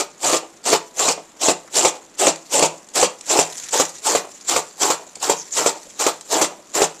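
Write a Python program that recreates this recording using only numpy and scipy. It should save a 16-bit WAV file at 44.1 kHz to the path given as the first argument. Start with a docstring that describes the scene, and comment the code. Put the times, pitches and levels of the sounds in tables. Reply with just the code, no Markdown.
"""A hand-cranked flywheel chaff cutter chops green fodder in a walled yard.
Its two blades pass in turn, one quick, one slow. Each cut is a shower of small fractures, bright from
fibres and low from hollow stalks, ending in a knock as the last stalks break against the shear plate.
The cuts excite the modes of the iron frame, and the walls reflect the sound. Between cuts the rollers
drag rustling, sometimes squeaking leaves forward over the rumble of the gears."""
import sys
import numpy as np
from scipy import signal
from scipy.fft import rfft, irfft
from scipy.io import wavfile
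from scipy.ndimage import uniform_filter1d, minimum_filter1d

SR = 44100
rng = np.random.default_rng(int(sys.argv[2]) if len(sys.argv) > 2 else 0)


def store_wav(level_fs):
    """Save 16-bit WAV to argv[1]."""
    pcm = np.round(np.clip(np.atleast_2d(level_fs), -1, 1) * 32767)
    wavfile.write(sys.argv[1], SR, pcm.T.astype(np.int16))


N = 308700
T = np.arange(N) / SR
CUTOFF_HZ = 14400

# Levels in all tables are relative; each source sets its own gain.
# blade passes: (entry [s], breakthrough [s], fibre crackle [dB], stalk crunch [dB], knock [dB])
CUTS = [(-.11, -0.022, -21, -32, -10), (0.235, 0.33, -17, -19, -11.5), (0.657, 0.728, -18.5, -19.5, -9.5),
        (0.987, 1.082, -16.5, -20, -12.5), (1.413, 1.483, -20.5, -24.5, -8.5),
        (1.753, 1.848, -14.5, -18.5, -9), (2.196, 2.268, -15.5, -19.5, -9.5),
        (2.531, 2.624, -13.5, -18, -9.5), (2.956, 3.026, -12, -17.5, -8),
        (3.297, 3.388, -15.5, -18.5, -11.5), (3.73, 3.797, -16.5, -23.5, -11.5),
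        (4.057, 4.149, -14.5, -21, -15), (4.488, 4.561, -14.5, -21.5, -14.5), (4.812, 4.9, -14, -21.5, -16),
        (5.224, 5.295, -20.5, -25, -12.5), (5.566, 5.66, -15.5, -21.5, -14.5),
        (5.997, 6.064, -16.5, -22.5, -11.5), (6.316, 6.412, -16.5, -19, -12),
        (6.749, 6.817, -16.5, -20, -11)]
# spectrum of a parting fibre: (frequency [Hz], level [dB])
FIBRE_SPECTRUM = [(300, -45.5), (1000, -13.5), (1800, -14.5), (2600, -10), (4000, -8), (5700, -5.5),
                  (6700, -2.5), (7350, 1), (8300, -7), (9600, -17), (11500, -25.5), (14500, -33.5)]
# spectrum of a bursting stalk: (frequency [Hz], level [dB])
STALK_SPECTRUM = [(40, -32.5), (100, -33), (220, -15), (320, -1.5), (480, -1), (620, 0), (820, -0.5),
                  (1150, -9), (1600, -22.5), (3000, -18), (8000, -69)]


def slicing():
    """Acoustic emission: outer leaves tear, then fine fibres part, each releasing its strain as a click."""
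    # spectrum of tearing leaves: (frequency [Hz], level [dB])
    tear_spectrum = [(4000, -24), (9000, 0), (12000, 0.5), (14500, -5.5)]
    enter, _, entry_db, _, _ = np.transpose(CUTS)
    load = blade_load(entry_db, late_crackle_db(), last_snap_db(), lead_s=0.048, lead_db=-9,
                      rise_s=0.0075, trail=0.42, trail_db=-4.5, release_s=0.059)
    crackle = load * fractures(per_s=4000, spread_db=3.2, clump_db=1, clumps_per_s=260)
    outer_leaves = bursts(enter - 0.05, np.zeros(len(enter)), t60=0.53)
    tearing = load * outer_leaves * fractures(per_s=6000, spread_db=2, clump_db=1, clumps_per_s=200)
    return from_db(-1.5) * colour(crackle, FIBRE_SPECTRUM) + from_db(-13) * colour(tearing, tear_spectrum)


def crunching():
    """Fracture of whole stalks: sparser, lower clicks, under a load that also makes the blade plate clang."""
    # level of the blade's clang, louder in the later cuts: (time [s], level [dB])
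    clang_levels = [(0, -5.5), (3.0, -17), (3.7, -2), (7, -3)]
    # spectrum of the plate's clang: (frequency [Hz], level [dB])
    plate_spectrum = [(300, -34.5), (700, -2), (900, 5), (1200, 2.5), (1600, -5), (3000, -16.5)]
    _, _, entry_db, crunch_db, knock_db = np.transpose(CUTS)
    thinning_db = 0.42 * (late_crackle_db() - entry_db)
    load = blade_load(crunch_db + 1.5, crunch_db + 3 + thinning_db, knock_db - 2, lead_s=0.041,
                      lead_db=-16.5, rise_s=0.011, trail=0.34, trail_db=-6, release_s=0.09)
    breaks = load * fractures(per_s=1800, spread_db=3.5, clump_db=1, clumps_per_s=99)
    clang_gain = from_db(np.interp(T, *np.transpose(clang_levels)))
    clang = clang_gain * load * fractures(per_s=2000, spread_db=-1.5, clump_db=2, clumps_per_s=140)
    return from_db(-3.5) * (colour(breaks, STALK_SPECTRUM) + colour(clang, plate_spectrum))


def knocks(rebound_s=0.0075):
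    """Impact: the bundle gives way against the shear plate with a blow, a rebound, a judder and a snap."""
    # spectrum of the blow: (frequency [Hz], level [dB])
    knock_spectrum = [(30, -32.5), (110, -23.5), (240, -10), (340, -2.5), (520, 3.5), (780, -8), (1150, -8),
                      (1600, -28), (2500, -10), (4000, -43), (9000, -43)]
    _, through, _, _, knock_db = np.transpose(CUTS)
    blow = through + 0.001706
    thuds = strike(blow, knock_db + 5, knock_spectrum)
    thuds += strike(blow + rebound_s, knock_db - 6.5, knock_spectrum)
    contacts = fractures(per_s=2500, spread_db=1.5, clump_db=0.3, clumps_per_s=700)
    judder = bursts(through, knock_db - 2, t60=0.099) * contacts
    snap = bursts(blow, last_snap_db() - 2.5, t60=0.076) * rng.standard_normal(N)
    return thuds + colour(judder, knock_spectrum) + colour(snap, FIBRE_SPECTRUM)


def blade_load(entry_db, late_db, snap_db, lead_s, lead_db, rise_s, trail, trail_db, release_s):
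    """Amplitude envelope of the cuts: leaves brushed, bundle sliced, last stalks snapped, stragglers."""
    out = np.zeros(N)
    for (enter, through, *_), first, late, snap in zip(CUTS, entry_db, late_db, snap_db):
        gentle = ((through - enter) / 0.09) ** 2  # a slow pass eases in, a fast one bites at once
        clear = through + trail * (through - enter)
        times = [enter - lead_s * gentle, enter - rise_s * gentle, enter + rise_s * gentle,
                 through, through + 0.0027, clear, clear + release_s]
        levels = [-55, first + lead_db, first, late, snap, snap + trail_db, -60]
        during = (T > times[0]) & (T < times[-1])
        out[during] += from_db(np.interp(T[during], times, levels))
    return out


def late_crackle_db(usual_cut_s=0.079, sag_db_per_s=127):
    """Emission follows cutting force: a pass ends more quietly in a thin bundle or with a slow blade."""
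    # fullness of the bundle, as the crackle late in a cut: (time [s], level [dB])
    bundle_levels = [(0, -17.5), (2, -16), (3.8, -20), (5, -24), (5.8, -27), (6.3, -24), (6.8, -23.5)]
    enter, through, *_ = np.transpose(CUTS)
    sag_db = sag_db_per_s * (through - enter - usual_cut_s)
    return np.interp(through, *np.transpose(bundle_levels)) - sag_db


def last_snap_db(mean_db=-14.5, share=0.52):
    """Common excitation: the snap of the last fibres follows a share of the knock's swing in level."""
    knock_db = np.transpose(CUTS)[4]
    return mean_db + share * (knock_db - knock_db.mean())


def hollow(x, depth_db, stalks_per_s, bands=26):
    """Cavity resonance: each hollow stalk favours its own pitches, so bands swell and fade at random."""
    spectrum = rfft(x)
    band_position = (bands - 1) * np.sqrt(np.minimum(np.fft.rfftfreq(N, 1 / SR) / CUTOFF_HZ, 1))
    out = np.zeros(N)
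    for k in range(bands):
        band = irfft(spectrum * np.maximum(1 - np.abs(band_position - k), 0), N)
        gain = from_db(depth_db * np.clip(drift(stalks_per_s), -2, 2))
        out += band * gain / np.sqrt(np.mean(gain ** 2))
    return out


def frame(force, level_db):
    """Modal ringing: every fracture excites the damped natural vibrations of the iron."""
    # modes of stand, frame and blades: (frequency [Hz], level [dB], T60 [s])
    iron_modes = [(160.8, 10, 0.28), (191, 6, 0.24), (333, -10.5, 0.46), (471.5, -4, 0.15), (576, 1, 0.076),
                  (760, 1, 0.1), (912, 7, 0.13), (981, -11.5, 0.59), (2449, 3, 0.25), (2740, 3, 0.14),
                  (3560, -35, 0.14), (4043, -26, 0.23)]
    t = T[:SR]
    ring = sum(from_db(db - 60 * t / t60) * np.sin(2 * np.pi * hz * t) for hz, db, t60 in iron_modes)
    return from_db(level_db) * convolve(force, ring)


def feed(swing_db=1.5, peak_turn=0.16):
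    """Friction and crushing: leaves rustle into the rollers, swelling once a turn; single stalks crack."""
    # rustle of leaves dragged along the trough: (time [s], level [dB])
    drag_levels = [(0, -46), (3.0, -42.5), (4.1, -33), (4.9, -40.5), (5.8, -34.5), (6.6, -41.5), (7, -40)]
    # thick tufts crushed in the rollers: (start [s], end [s], level [dB])
    tufts = [(1.94, 1.977, -39), (2.516, 2.547, -19), (3.238, 3.3, -36), (3.42, 3.92, -28),
             (5.323, 5.453, -38.5), (5.522, 5.59, -23)]
    # stalks cracking in the rollers or under the blade: (time [s], level [dB])
    cracks = [(.641, -30), (0.69, -14), (1.772, -15), (2.359, -24.5), (2.594, -6.5), (2.888, -33),
              (3.21, -25.5), (3.852, -19), (4.41, -36), (4.71, -40), (5.067, -42), (5.155, -24),
              (6.21, -25.5)]
    # spectrum of the rustle: (frequency [Hz], level [dB])
    rustle_spectrum = [(400, -20.5), (1500, -9.5), (3000, -10), (5000, -5.5), (6300, -0.5), (7200, 3.5),
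                       (8500, -9), (10500, -15), (14500, -27)]
    through = np.transpose(CUTS)[1]
    wheel_turns = np.interp(T, through, np.arange(len(through)) / 2)  # two passes make one turn
    swell_db = swing_db * np.cos(2 * np.pi * (wheel_turns - peak_turn))
    drag = from_db(np.interp(T, *np.transpose(drag_levels)) + swell_db)
    for start, end, db in tufts:
        on = (T > start) & (T < end)
        drag[on] += from_db(db) * np.sqrt(np.sin(np.pi * (T[on] - start) / (end - start)))
    grain = fractures(per_s=2500, spread_db=5, clump_db=2.8, clumps_per_s=110)
    splinters = bursts(*np.transpose(cracks), t60=0.025) * rng.standard_normal(N)
    return from_db(-7) * colour(drag * grain, rustle_spectrum) + colour(splinters, FIBRE_SPECTRUM)


def squeaks():
    """Stick-slip friction: a wet leaf on the iron rollers gives a rough tone that sinks."""
    # squeaks: (start [s], end [s], first frequency [Hz], last frequency [Hz], level [dB])
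    glides = [(3.087, 3.11, 7100, 6870, -34), (5.35, 5.439, 7070, 5600, -28.5),
              (5.512, 5.553, 7020, 6860, -21)]
    out = np.zeros(N)
    waver_hz, grip = 550 * drift(1800), drift(900)
    for start, end, first_hz, last_hz, db in glides:
        on = (T > start) & (T < end)
        progress = (T[on] - start) / (end - start)
        hz = first_hz + (last_hz - first_hz) * progress + waver_hz[on]
        tone = np.sin(2 * np.pi * np.cumsum(hz) / SR)
        out[on] += from_db(db) * np.sin(np.pi * progress) * grip[on] * tone
    return out


def slack(delay_s=0.094, level_db=-32.5):
    """Backlash: after each slow cut the drive takes up its slack and shakes the stalks in a dull rattle."""
    starts = np.transpose(CUTS)[1, 1::2] + delay_s
    shake = bursts(starts, np.full(len(starts), level_db), t60=0.18)
    contacts = fractures(per_s=1500, spread_db=2, clump_db=2.5, clumps_per_s=120)
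    return colour(shake * contacts, STALK_SPECTRUM)


def gears(rise_s=0.0035):
    """Contact noise: the worm and rollers rumble steadily; soft impacts clunk, each at its own pitch."""
    # spectrum of the running drive: (frequency [Hz], level [dB])
    rumble_spectrum = [(25, -4), (90, -6.5), (170, 7), (320, 10.5), (560, 7.5), (1000, 4.5), (1600, -0.5),
                       (4000, -6), (9000, -39)]
    # clunks of gears, crank and thick stems: (time [s], frequency [Hz], level [dB])
    clunks = [(1.640, 530, -33.5), (1.676, 1530, -36.5), (2.594, 590, -21), (3.008, 690, -13),
              (5.066, 584, -37), (5.166, 620, -37), (5.866, 480, -36), (6.591, 536, -39)]
    contacts = fractures(per_s=5800, spread_db=4, clump_db=0.4, clumps_per_s=30)
    out = colour(from_db(-51.5) * contacts, rumble_spectrum)
    rattle, waver = 1 + 0.5 * drift(220), 1 + 0.3 * drift(900)
    for start, hz, db in clunks:
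        on = (T >= start) & (T < start + 0.1)
        age = (T[on] - start) / rise_s
        swell = age * np.exp(1 - age)
        tone = np.sin(2 * np.pi * np.cumsum(hz * waver[on]) / SR)
        out[on] += from_db(db) * swell * rattle[on] * tone
    return out


def yard(x, first_echo_s, octaves=8):
    """Reverberation: echoes between ground and walls decay exponentially, each octave at its own rate."""
    # reverberation time: (frequency [Hz], T60 [s])
    decay_times = [(150, 0.08), (500, 0.3949), (2000, 0.24), (7000, 0.29), (14000, 1.3)]
    # strength of the echoes: (frequency [Hz], level [dB])
    echo_levels = [(150, -10.5), (500, -17), (2000, -6.5), (7000, -17), (14000, -25.5)]
    t, response = T[:SR], np.zeros(SR)
    onset = np.clip(t / first_echo_s - 1, 0, 1)
    for hz in 100 * 2. ** np.arange(octaves):
        band = signal.butter(2, [hz / np.sqrt(2), hz * np.sqrt(2)], "band", fs=SR, output="sos")
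        echoes = signal.sosfilt(band, rng.standard_normal(SR))
        decay = unit_energy(from_db(-60 * t / at_hz(decay_times, hz)) * onset)
        response += from_db(at_hz(echo_levels, hz)) * echoes * decay
    return convolve(x, response)


def spread(x):
    """Stereo width by decorrelation: the sound is centred, with a wide, shimmering treble."""
    # spectrum of the left-right difference: (frequency [Hz], level [dB])
    side_spectrum = [(80, -50), (350, -74), (750, -77), (1300, -58), (3400, -71), (4400, -33.5),
                     (7000, -8.5), (14000, -6.5)]
    t = T[:SR]
    smear = unit_energy(rng.standard_normal(SR) * np.exp(-t / 0.005) * (t > 0.001))
    phase_shift = np.exp(1j * np.pi * drift(40))
    decorrelated = np.real(phase_shift * signal.hilbert(convolve(x, smear)))
    side = convolve(decorrelated, pulse(side_spectrum))
    return np.array([x + side, x - side])


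def fractures(per_s, spread_db, clump_db, clumps_per_s):
    """Shot noise: randomly timed clicks of uneven size, swelling in clumps; rms 1."""
    size_db = spread_db * np.clip(rng.standard_normal(N), -2, 2)
    size_db += clump_db * np.clip(drift(clumps_per_s), -2, 2)
    clicks = from_db(size_db) * rng.choice([-1, 1], N) * (rng.random(N) < per_s / SR)
    return clicks / np.std(clicks)


def bursts(times, level_db, t60):
    """Exponential decay: an envelope that jumps by each level and dies away."""
    out = np.zeros(N)
    for s, db in zip(times, level_db):
        start = np.searchsorted(T, s)
        out[start:] += from_db(db - 60 * np.minimum((T[start:] - s) / t60, 2))
    return out


def strike(times, level_db, spectrum):
    """Impulse excitation: one pulse at each time, peaking at its level."""
    clicks, shape = np.zeros(N), pulse(spectrum)
    for s, db in zip(times, level_db):
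        if 0 <= s * SR < N:
            clicks[int(s * SR)] += from_db(db)
    return convolve(clicks, shape / np.abs(shape).max())


def drift(per_s):
    """Random modulation: interpolated noise of standard deviation 1."""
    return np.interp(T * per_s, np.arange(N), rng.standard_normal(N)) * np.sqrt(3 / 2)


def colour(x, spectrum):
    """Spectral shaping: white clicks or noise take on a spectrum at the same power."""
    return convolve(x, unit_energy(pulse(spectrum)))


def pulse(spectrum, size=4096):
    """Minimum phase: the shortest causal response with this spectrum."""
    magnitude = from_db(at_hz(spectrum, np.fft.rfftfreq(size, 1 / SR)))
    cepstrum = irfft(np.log(magnitude))
    cepstrum[1:size // 2] *= 2
    cepstrum[size // 2 + 1:] = 0
    return irfft(np.exp(rfft(cepstrum)))[:size // 2]


def convolve(x, response):
    """Linear filtering by an impulse response."""
    return signal.fftconvolve(x, response)[:N]


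def unit_energy(response):
    """Normalisation: the response keeps the power of white noise."""
    return response / np.sqrt(np.sum(response ** 2))


def at_hz(points, hz):
    """Interpolation of a table on a log-frequency axis."""
    table = np.array(points)
    return np.interp(np.log(np.maximum(hz, 1)), np.log(table[:, 0]), table[:, 1])


def from_db(db):
    """Decibels to amplitude ratio."""
    return 10 ** (np.asarray(db) / 20)


def scene():
    """Superposition: the cutting, the ringing iron and the drive add to their echoes from the yard."""
    leaves = hollow(slicing() + feed(), depth_db=3.2, stalks_per_s=70)
    stalks = hollow(crunching(), depth_db=3, stalks_per_s=25, bands=48)
    cutting = leaves + stalks + knocks()
    machine = cutting + frame(cutting, level_db=-59.5) + squeaks() + gears() + slack()
    return spread(machine + yard(machine, first_echo_s=0.0053))


def record(dry):
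    """Peak limiting: one fast gain holds both channels within full scale, then a low-pass cuts the top."""
    window = 45  # samples, about 1 ms
    allowed_gain = 1 / np.maximum(np.abs(dry).max(axis=0), 1)
    gain = uniform_filter1d(minimum_filter1d(allowed_gain, window), window)
    lowpass = signal.ellip(10, 0.1, 70, CUTOFF_HZ, fs=SR, output="sos")
    return signal.sosfilt(lowpass, dry * gain)


dry = scene()
out = record(dry)
store_wav(out)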